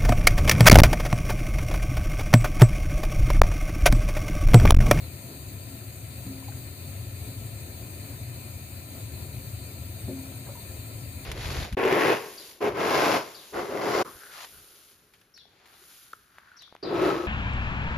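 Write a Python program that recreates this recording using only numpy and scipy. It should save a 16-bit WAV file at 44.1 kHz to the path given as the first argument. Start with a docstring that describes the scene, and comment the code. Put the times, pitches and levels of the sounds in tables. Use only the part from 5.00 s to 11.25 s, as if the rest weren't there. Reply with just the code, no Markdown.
"""In a kitchen, a saucepan of syrup simmers on a gas burner close to a two-port microphone.
The flame roars and flutters low and the gas jets hiss and fizz: shaped stereo noise, randomly wobbling in level.
Bubbles burst as short rising sines. A soft spoon bumps the pan and something thuds nearby: decaying modes.
The syrup slops and something soft shuffles: lumpy filtered noise. A short room tail follows these events."""
import sys
import numpy as np
from scipy import signal
from scipy.fft import rfft, irfft, next_fast_len
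from scipy.io import wavfile
from scipy.ndimage import uniform_filter1d, map_coordinates

SR = 44100
rng = np.random.default_rng(int(sys.argv[2]) if len(sys.argv) > 2 else 0)


def generate_wav(sig):
    """Save sig (samples, or channels by samples) to the path in sys.argv[1] as 16-bit PCM at SR."""
    pcm = np.round(np.clip(np.atleast_2d(sig).T, -1, 1) * 32767).astype(np.int16)
    wavfile.write(sys.argv[1], SR, pcm)


N = 275625  # samples, 6.25 s


def amp(db):
    """Gain of a level in dB."""
    return 10 ** (np.asarray(db) / 20)


def unit(x):
    """Scale a signal to rms 1."""
    return x / np.sqrt(np.mean(x ** 2) + 1e-20)


def along(points, hz):
    """Read a curve of (Hz, value) points on a log frequency axis."""
    f, v = np.transpose(points)
    return np.interp(np.log(hz + 1), np.log(f + 1), v)


def wobble(rate):
    """A smooth random curve with rate knots a second."""
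    knots = rng.standard_normal(int(N * rate / SR) + 4)
    return map_coordinates(knots, [np.arange(N) * rate / SR])


def filtered(x, response):
    """Filter a signal by a response given as a function of frequency in Hz."""
    m = next_fast_len(N + SR // 2)
    spectrum = rfft(x, m) * response(np.fft.rfftfreq(m, 1 / SR))
    return irfft(spectrum, m)[..., :N]


def sides(db):
    """Left and right gains for a left-minus-right level in dB."""
    return amp(np.array([db / 2, -db / 2]))


def patchy_noise(patchy_db):
    """Two independent noises that share patches of random gain over time and frequency."""
    z = signal.stft(rng.standard_normal((2, N)), nperseg=512)[2]
    field = rng.standard_normal(z.shape[1:])
    field = uniform_filter1d(field, size=5, axis=0)  # across frequency
    field = uniform_filter1d(field, size=8, axis=1)  # across time
    return signal.istft(z * amp(patchy_db * unit(field)), nperseg=512)[1][:, :N]


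def rush(spectrum, patchy_db, ripple_hz=140):
    """Gas noise of rms 1, coloured by reflections and resonances and spread over both ports."""
    # greatest share of the noise that reaches both ports by other paths: f/Hz, share
    paths = [(250, 0), (400, .4), (1200, .75), (5000, .75), (12000, .62)]
    # left-right likeness, -1 to 1; near 5 kHz the ports hear the jets in opposite phase: f/Hz, likeness
    alike = [(40, .95), (90, .995), (230, .97), (330, .83), (500, .86), (770, .6), (1170, .05),
             (1700, -.35), (2740, .35), (3900, -.15), (4500, .2), (5000, -.75), (5450, -.85), (5900, 0),
             (15000, 0)]
    # balance of the ports: f/Hz, left minus right/dB
    lean = [(60, 5), (92, 3.5), (140, 4), (210, 0), (330, 2.5), (500, 6.5), (770, 4), (1170, 4),
            (1790, -1.5), (2740, 3), (4190, 0.5), (6410, 2), (9810, 4.5), (15000, 4.5)]
    # narrow resonances and dips of pan, grate and hob: f/Hz, width/Hz, left level/dB, right level/dB
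    hollows = [(266, 30, 3, 3), (362, 30, 5, 5), (400, 30, 2, -1), (539, 60, 3, 3), (660, 50, 4, -4),
               (963, 55, 7, 1), (1030, 60, 2, -4), (1135, 30, -6, -2), (1338, 30, 6, 0), (1525, 60, -1, 4),
               (1600, 70, -3, -4), (1920, 70, 3, 1), (2100, 70, 4, 4), (2279, 12, 8, 5), (2422, 26, 4, 1),
               (2490, 110, 3, 0), (2850, 70, -6, -5), (2925, 70, 0, 3), (3350, 90, -5, -5),
               (4050, 90, 4, 6), (4330, 38, 4, 3), (5800, 120, -4, -3), (7262, 60, 3, 9),
               (8000, 500, 2, -3), (8500, 50, 5, -1), (9050, 400, 0, 3), (10350, 150, -1, -4),
               (13500, 300, 0, -4), (14110, 120, 4, -1), (14470, 150, 2, 4), (15006, 100, 3, 2),
               (15440, 70, 7, 9)]
    one, other = patchy_noise(patchy_db)

    # reflections off pan and hob: the same noise arrives again with a phase that wanders over frequency
    knots = np.cumsum(rng.normal(0, 2.69, 400))

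    def share(hz):
        phase = np.interp(hz / ripple_hz, np.arange(len(knots)), knots)
        return np.clip(along(paths, hz), 0, .95) * (.35 * np.cos(phase) + 1j * np.sin(phase))

    again = filtered(one, share)
    fresh = filtered(other, lambda hz: np.sqrt(1 - abs(share(hz)) ** 2))
    pair = np.array([one, again + fresh])

    def mid_side(hz):
        turn = np.arccos(np.clip(along(alike, hz), -.9, 1)) / 2  # more side where the ports are less alike
        return amp(along(spectrum, hz)) * [np.ones_like(hz), np.tan(turn)]

    def port_colour(hz):
        lift = sum(np.outer(db, 1 / (1 + (2 * (hz - c) / w) ** 2)) for c, w, *db in hollows)
        return sides(along(lean, hz)) * amp(lift)

    mid, side = filtered(pair, mid_side)
    return unit(filtered(np.array([mid + side, mid - side]), port_colour))


def burner():
    """Turbulent flame roars with a small random wobble; one gas flow sways flutter, hiss and fizz a little."""
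    # spectra of flame roar, flame flutter under the pan, gas jets, top of the jet noise: f/Hz, level/dB
    roar_spectrum, flutter_spectrum = [(13, -73), (22, -36), (38, -21.5), (51, -18.5), (63, -7.5),
                                       (86, 0.5), (114, 2.5), (133, -5.5), (152, -12), (200, -30),
                                       (260, -71), (440, -120)], [(94, -33), (160, 0), (264, 1.5), (328, -3),
                                                     (362, -5.5), (402, -9), (438, -2.5), (466, -22.5),
                                                     (496, -8.5), (518, -8.5), (716, -9), (900, -21),
                                                     (973, -18.5), (1210, -24), (1300, -23.5), (1690, -40),
                                                     (2860, -120)]
    hiss_spectrum, fizz_spectrum = [(650, -38), (1100, -6.5), (1200, -10), (1300, -5), (1610, -8.5),
                                    (1750, -2), (1980, -7), (2460, 0.5), (2760, -4.5), (3310, -8.5),
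                                    (3650, -4), (4180, -1.5), (4690, -1), (5270, -32.5), (5600, -12.5),
                                    (7280, -44), (12300, -120)], [(3120, -64), (5300, -41), (6230, -5.5), (7050, -3),
                                                  (7800, -6), (8470, 1), (8790, -0.5), (9550, -4.5),
                                                  (10700, -7), (13200, -4), (14500, 0.5), (14900, 0),
                                                  (15900, -7.5)]
    # level of the roar, wandering by chance within a few dB: t/s, level/dB
    roar_levels = [(0, -39.5), (.35, -41.5), (.75, -38), (1.1, -42.5), (1.4, -40.5), (1.9, -38.5),
                   (2.35, -40.5), (2.7, -40), (2.9, -41.5), (3.3, -37), (3.6, -40.5), (4, -38.5),
                   (4.6, -39), (5.1, -39), (5.6, -42), (6.25, -38)]
    flutter_db, hiss_db, fizz_db = -48.5, -51, -46  # mid levels, before the sway
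    flow = wobble(9.8)
    roar_db = np.interp(np.arange(N) / SR, *np.transpose(roar_levels))
    roar = amp(roar_db + 1.5 * wobble(5)) * rush(roar_spectrum, patchy_db=0.0)
    flutter = amp(flutter_db + 0.82 * flow) * rush(flutter_spectrum, patchy_db=0.03)
    hiss = amp(hiss_db + 0.43 * flow) * rush(hiss_spectrum, patchy_db=1.35)
    fizz = amp(fizz_db + 0.37 * flow) * rush(fizz_spectrum, patchy_db=1.57)
    return roar + flutter + hiss + fizz


def bubble(hz, cycles, t, order=1):
    """A bubble rings as a sine that rises near the surface; a higher order holds it, then cuts it at the burst."""
    life = cycles / hz  # s
    pitch = hz * (1 + .03 * t / life)
    attack = 1 - np.exp(-t * hz)
    return np.sin(2 * np.pi * pitch * t) * np.exp(-2 * (t / life) ** order) * attack


def simmer(count=900):
    """Tiny bubbles burst at random times, with random size, pitch and place from left to right."""
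    when, size, pitch, place = rng.random((count, 4)).T
    hz = 600 * 6 ** pitch  # 600 to 3600 Hz
    t = np.arange(SR // 40) / SR
    rings = amp(-74.0 + 10 * size ** 2)[:, None] * bubble(hz[:, None], 4.2, t)
    at = ((when * N).astype(int)[:, None] + np.arange(len(t))).ravel()
    gains = sides(12 * (place - .5))
    return np.array([np.bincount(at, (g[:, None] * rings).ravel(), N + SR)[:N] for g in gains])


def thuds():
    """Soft, dull blows: decaying modes with slightly drifting phase, a longer contact slowing the onset."""
    # blows: t/s, level/dB, brightness (modes above 290 Hz)/dB, contact time/s, left minus right/dB
    blows = [(1.265, -26.5, -21, .003, 1.5), (1.284, -34, -20, .003, 1.5), (2.808, -35, -5, .002, 2.5),
             (5.0823, -26.5, -3, .0018, 2.5), (5.105, -33, -3, .0018, 2.5), (5.131, -37, -14, .002, 2.5)]
    # modes that a blow rings: f/Hz, level/dB, t60/s
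    body = [(108, -9, .25), (200, -7, .15), (240, -3, .16), (266, -10, .75), (310, -11, .1), (366, -2, .2),
            (463, -14, .15), (530, -5, .1), (598, -11, .25), (665, -12, .08), (890, -24, .15)]
    out, t = np.zeros((2, N + SR)), np.arange(SR // 2) / SR
    for s, db, bright_db, contact, pan_db in blows:
        ring = np.zeros(len(t))
        for hz, level, t60 in body:
            mode_db = level + bright_db * (hz > 290) + rng.normal(0, 1) - 60 * t / t60
            drift = 0.0036 * np.cumsum(rng.standard_normal(len(t)))  # radians
            ring += amp(mode_db) * np.sin(2 * np.pi * hz * t + drift)
        rise = 1 - np.exp(-t / max(contact, 1e-4))
        out[:, round(s * SR):][:, :len(t)] += amp(db) * ring * rise * sides(pan_db)[:, None]
    return out[:, :N]


def plops():
    """Larger bubbles, most of them stirred up by the spoon, hold their ring until they burst."""
    # bubbles: t/s, level/dB, starting f/Hz, life/cycles, left minus right/dB
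    bubbles = [(1.425, -48, 960, 9, 4), (1.443, -53, 2200, 40, 2), (1.459, -54, 2350, 24, 2),
               (1.478, -47, 950, 10, 2), (1.4835, -41, 785, 13, 0), (1.520, -47, 1490, 10, 6),
               (1.519, -53, 1800, 12, 6), (1.513, -55, 2450, 60, 3), (2.695, -52, 640, 8, 4),
               (4.22, -55, 970, 10, 4), (5.179, -49, 680, 5, 2), (5.466, -54, 1570, 28, -1),
               (5.472, -49, 930, 16, -1), (5.478, -53, 780, 14, -1), (5.486, -48, 1070, 10, -1),
               (5.489, -40.5, 550, 13, -2), (5.511, -45, 570, 9, -2), (5.532, -49, 550, 8, -2),
               (5.553, -44.5, 945, 13, -1), (5.570, -51, 920, 32, -1), (5.625, -50, 670, 12, 2)]
    out, t = np.zeros((2, N + SR)), np.arange(SR // 10) / SR
    for s, db, hz, cycles, pan_db in bubbles:
        ring = amp(db) * bubble(hz, cycles, t, order=3)
        out[:, round(s * SR):][:, :len(t)] += ring * sides(pan_db)[:, None]
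    return out[:, :N]


def grainy(strokes, spectrum, lumps_db):
    """Friction or splash as lumpy noise that swells, holds and dies for each stroke."""
    rise_db_per_s, fall_db_per_s = 1400, 600
    t = np.arange(N) / SR
    level = np.zeros(N)
    for s, db, hold in strokes:
        before, after = np.maximum(s - t, 0), np.maximum(t - s - hold, 0)
        level += amp(db - rise_db_per_s * before - fall_db_per_s * after)
    grains = rng.standard_normal(N) * amp(lumps_db * wobble(150))
    return level * unit(filtered(grains, lambda hz: amp(along(spectrum, hz))))


def slosh():
    """Syrup slops round the spoon as it sweeps across the pan: strongly lumpy noise."""
    # slops: t/s, level/dB, hold/s
    slops = [(1.427, -62, .002), (1.448, -68, .02), (1.483, -61, .004), (1.521, -62, .002),
             (1.57, -64, .002)]
    # colour of the syrup: f/Hz, level/dB
    syrup = [(400, -30), (800, -6), (1500, 0), (2500, -1), (3500, -16), (6000, -30)]
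    return grainy(slops, syrup, lumps_db=5) * sides(2.5)[:, None]


def shuffle():
    """Something soft drags on the counter: short rubs of gently lumpy noise."""
    # rubs: t/s, level/dB, hold/s
    rubs = [(5.472, -56, .035), (5.553, -61, .04)]
    # colour of the rub: f/Hz, level/dB
    cloth = [(250, -26), (450, -4), (580, -4), (750, 14), (1050, 1), (1300, 6), (2400, -27), (4000, -40)]
    return grainy(rubs, cloth, lumps_db=2) * sides(-2)[:, None]


def kitchen(x, t60=0.2):
    """A short tail of the room: decaying noise, different at each port."""
    t = np.arange(SR // 2) / SR
    tail = rng.standard_normal((2, len(t))) * amp(-60 * t / t60)
    return signal.fftconvolve(x, tail / np.linalg.norm(tail[0]), axes=1)[:, :N]


def scene():
    """The burner throughout, with the near sounds and the room's answer to them."""
    near = simmer() + thuds() + plops() + slosh() + shuffle()
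    return burner() + near + amp(-18) * kitchen(near)


def record(dry):
    """The microphone keeps nothing above its band limit."""
    top_hz = 15520
    return filtered(dry, lambda hz: hz < top_hz)


dry = scene()
out = record(dry)
generate_wav(out)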